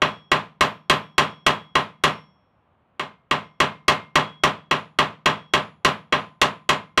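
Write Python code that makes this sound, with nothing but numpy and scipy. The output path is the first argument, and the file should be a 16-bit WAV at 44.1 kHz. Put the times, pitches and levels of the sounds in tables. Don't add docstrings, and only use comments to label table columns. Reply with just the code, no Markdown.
import sys
import numpy as np
from scipy import signal
from scipy.fft import rfft, irfft
from scipy.io import wavfile

SR = 44100
rng = np.random.default_rng(int(sys.argv[2]) if len(sys.argv) > 2 else 0)


def inscribe(sig):
    pcm = np.round(np.clip(np.atleast_2d(sig).T, -1, 1) * 32767)
    wavfile.write(sys.argv[1], SR, pcm.astype(np.int16))


def volts(x):
    e = np.asarray(x, float) / 20
    return 10 ** e


N = 308700

# start in seconds, strength in dB, hardness of contact in dB,
# base level of the tine ring in dB, base level of the tine tip ring in dB.
BLOWS = [(0.0178, -1.84, -8.5, -37, -54.5), (0.3153, -0.74, -1.5, -56.5, -71.5),
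         (0.6077, -1, 4.5, -52.5, -62), (0.897, 0, 4, -42, -57), (1.1799, 0.26, 4, -37.5, -53.5),
         (1.464, 0, 4, -37.5, -60), (1.7529, -2.5, -2.5, -54, -70), (2.0367, -0.7, 4.5, -46.5, -48.5),
         (2.9947, -13, -1.5, -79, -92), (3.3101, -4, -2.5, -52, -63), (3.6014, -1.3, 2, -63.5, -72),
         (3.8807, 0, 5.5, -61, -71), (4.155, 0, 1, -33.5, -66), (4.4353, -0.5, 3.5, -43.5, -75),
         (4.7105, -3.5, -1.2, -55.5, -78.5), (4.9866, -1, 0.5, -65, -76.5), (5.2576, -0.7, 0.5, -39, -61.5),
         (5.5357, -1.5, 3, -59.5, -78.5), (5.847, -0.4, 4, -55, -75), (6.1238, -2.5, -12, -77.5, -79),
         (6.4146, -0.9, 7.5, -59, -80.5), (6.6906, -2, 5.5, -60, -75), (6.9747, -2, 2.5, -55.5, -74)]


def kicks(blow_db):
    clicks = np.full(N, 1e-18)
    clicks[[round(row[0] * SR) for row in BLOWS]] = volts(blow_db)
    return clicks


def ring(modes, blow_db, spread_db):
    out = np.zeros(N)
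    chance = rng.standard_normal((len(BLOWS), len(modes)))
    for k, (hz, level_db, t60) in enumerate(modes):
        sense = (-1) ** k
        clicks = sense * kicks(blow_db + level_db + spread_db * chance[:, k])
        radius = volts(-60 / (t60 * SR))
        angle = 2 * np.pi * hz / SR
        out += signal.lfilter([0, np.sin(angle)], [1, -2 * radius * np.cos(angle), radius ** 2], clicks)
    return out


def dying(clicks, t60):
    return signal.lfilter([1], [1, -volts(-60 / (t60 * SR))], clicks)


def at_hz(points, hz, column=1):
    points = np.array(points)
    return np.interp(np.log(hz), np.log(points[:, 0]), points[:, column])


def coloured(x, points):
    hz = np.maximum(np.fft.rfftfreq(len(x), 1 / SR), 1)
    return irfft(rfft(x) * volts(at_hz(points, hz)), len(x))


def in_time(curve, s):
    return np.interp(s, *np.transpose(curve))


# frequency in Hz, level relative to the blow in dB, t60 in seconds.
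BODY = [(97.2, -36.5, 0.31), (154.16, -29.5, 0.42), (219, -38.5, 0.12), (270, -26, 0.048),
        (379.2, -17.5, 0.091), (461, -27.5, 0.057), (607.6, -18, 0.17), (686, -20.5, 0.053),
        (743, -19.5, 0.14), (764, -22.5, 0.048), (986, -23.5, 0.041), (1029.5, -17.5, 0.24),
        (1045.2, -10.5, 0.072), (1150.6, -12.5, 0.066), (1204.5, -21.5, 0.19), (1368, -18, 0.052),
        (1575, -32.5, 0.15), (1850, -16.5, 0.075), (1944, -12, 0.032), (2200, -18, 0.044),
        (2440, -20, 0.061), (2600, -14.5, 0.04), (2740, -14.5, 0.035), (2890, -17, 0.06),
        (3273, -14, 0.041), (3500, -27, 0.014), (4060, -24, 0.08), (4200, -33, 0.0083), (5700, -31, 0.062),
        (7150, -33.5, .02)]


def body_knock(strength):
    return ring(BODY, strength, spread_db=1.0)


# frequency in Hz, relative density in dB per Hz.
CRACK = [(600, -40), (1500, -19.5), (2500, -12), (3500, -5.5), (5000, -13), (8000, -18), (12000, -29.5),
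         (17000, -34.5)]


def crack(blow_db, level_db=-4, t60=0.046):
    noise = coloured(rng.standard_normal(N), CRACK)
    return dying(kicks(blow_db + level_db), t60) * noise


def seated(x, touch_db=-22, seat_ms=0.69):
    full_blow = np.pad(x, (round(seat_ms * SR / 1000), 0))[:N]
    return volts(touch_db) * x + full_blow


# frequency in Hz, offset from the tine ring level of the blow in dB, t60 in seconds.
TINES = [(3323, -2, .75), (8050, -22, .3)]
# frequency in Hz, offset from the tip ring level of the blow in dB, t60 in seconds.
TINE_TIPS = [(5464, 0, .7)]


def tine_rings(tines, tips):
    return ring(TINES, tines, spread_db=.4) + ring(TINE_TIPS, tips, spread_db=.4)


# frequency in Hz, offset from the curve below in dB, t60 in seconds.
SHANK = [(2121, -6, .42)]
# time in seconds, base level under a 0 dB blow in dB.
SHANK_RING = [(0, -45), (1.1, -37.5), (1.5, -30), (3.0, -25), (3.6, -26), (3.88, -21), (4.16, -31.5),
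              (4.5, -39), (6.4, -37), (6.7, -28)]


def shank_ring(s, strength):
    return ring(SHANK, strength + in_time(SHANK_RING, s), spread_db=1)


# frequency in Hz, offset from the curve below in dB, t60 in seconds.
VICE = [(1030, 0, .55)]
# time in seconds, base level under a 0 dB blow in dB.
VICE_RING = [(0, -43.5), (2.0, -38.5), (4.2, -39), (4.451, -45.5), (5.9, -45.5), (6.101, -33), (7, -37)]


def vice_tone(s, strength):
    return ring(VICE, strength + in_time(VICE_RING, s), spread_db=1)


# frequency in Hz, offset from the curve below in dB, t60 in seconds.
HEAD = [(10060, -3, .5), (10150, -1, .4), (6856, 2, .4)]
# time in seconds, base level under a 0 dB blow in dB.
HEAD_RING = [(4.45, -91), (4.71, -59), (4.98, -86.5), (5.27, -86), (5.53, -58), (5.85, -63), (6.2, -58.5),
             (7, -67)]


def head_ring(s, strength):
    return ring(HEAD, strength + in_time(HEAD_RING, s), spread_db=1)


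# frequency in Hz, level before strength, hardness and seating in dB, t60 in seconds.
SOCKET = [(6950, -47, .22), (8950, -50, .2), (10370, -67, .36), (11310, -59, .28), (12310, -64, .3),
          (13800, -60, .13), (14580, -60, .14)]


def socket_rings(s, strength, hardness, reseated_s=2.5, reseated_db=-8):
    seating = reseated_db * (s > reseated_s)
    return ring(SOCKET, strength + .6 * hardness + seating, spread_db=5)


# delay in seconds, level before dulling in dB.
ECHOES = [(.0046, -5.5), (0.0119, -6.5), (0.017, -4.5), (0.0328, -15), (0.0402, -11.5), (.053, -19),
          (.068, -25.5)]


def walls(x, wall_hz=3500):
    echoes = sum(volts(db) * np.pad(x, (round(lag * SR), 0))[:N] for lag, db in ECHOES)
    return x + signal.sosfilt(signal.butter(1, wall_hz, fs=SR, output="sos"), echoes)


# frequency in Hz, level before strength and hardness in dB, t60 in seconds.
TAIL = [(62.5, -18, 0.27), (169, -3, 0.43), (300, -3.5, 0.27), (660, 1, 0.25), (1090, 3, .27),
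        (1554, -5, 0.26), (2850, -6.5, 0.28), (4100, -20.5, 0.18), (6700, -27, 0.15), (9950, -37.5, 0.089),
        (16000, -43, 0.095)]
# frequency in Hz, shared part of the power from 0 to 1.
ALIKE = [(200, .95), (1000, .8), (3000, .55), (6000, .15)]


def diffuse(strength_db, hardness_db, build_s=0.00089, soft_hz=3000):
    out = np.zeros(N)
    s = np.arange(SR) / SR
    edges = 40 * 2 ** np.arange(0, 9.1, .5)
    white = rng.standard_normal((2, N + SR))
    for k, (low, high) in enumerate(zip(edges, edges[1:])):
        band = signal.sosfilt(signal.butter(2, [low, high], "band", fs=SR, output="sos"), white[k % 2])
        hz = np.sqrt(low * high)
        t60, alike = at_hz(TAIL, hz, column=2), at_hz(ALIKE, hz)
        brightness = hardness_db * np.clip(np.log2(hz / soft_hz), 0, 1)
        blows = kicks(at_hz(TAIL, hz) + strength_db + brightness)
        shape = volts(-60 * s / t60) * (1 - np.exp(-s / build_s))
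        same = signal.oaconvolve(blows, shape * band[N:])[:N]
        fresh = signal.oaconvolve(blows, shape)[:N] * band[:N]
        out += np.sqrt(alike) * same + np.sqrt(1 - alike) * fresh
    return out


# frequency in Hz, relative density in dB per Hz.
AIR = [(18, -45), (30, -12), (86, 4.5), (233, 0), (336, -6.5), (684, -3.5), (1190, -5), (1720, -15),
       (3140, -21), (5170, -44), (16000, -52)]


def room_tone(level_db=-64):
    noise = coloured(rng.standard_normal(N), AIR)
    return volts(level_db) * noise / np.sqrt(np.mean(noise ** 2) + 1e-20)


def scene():
    s, strength, hardness, tines, tips = np.transpose(BLOWS)
    contact = body_knock(strength) + crack(strength + hardness)
    knock = walls(seated(contact))
    rings = tine_rings(tines, tips) + shank_ring(s, strength) + vice_tone(s, strength)
    rings += head_ring(s, strength) + socket_rings(s, strength, hardness)
    tail = seated(diffuse(strength, hardness))
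    return (knock + tail + rings + room_tone())[None]


def low_pass(x):
    return signal.sosfilt(signal.butter(12, 16600, fs=SR, output="sos"), x)


def record(dry):
    top, bottom = .6, .37
    up = dry / (1 + (np.abs(dry) / top) ** 6) ** (1 / 6)
    down = bottom * np.tanh(dry / bottom)
    bent = np.where(dry > 0, up, down)
    coupled = signal.sosfilt(signal.butter(2, 38, "high", fs=SR, output="sos"), bent)
    cut = signal.sosfilt(signal.cheby2(12, 60, 16500, fs=SR, output="sos"), coupled)
    return low_pass(cut)


dry = scene()
out = record(dry)
inscribe(out)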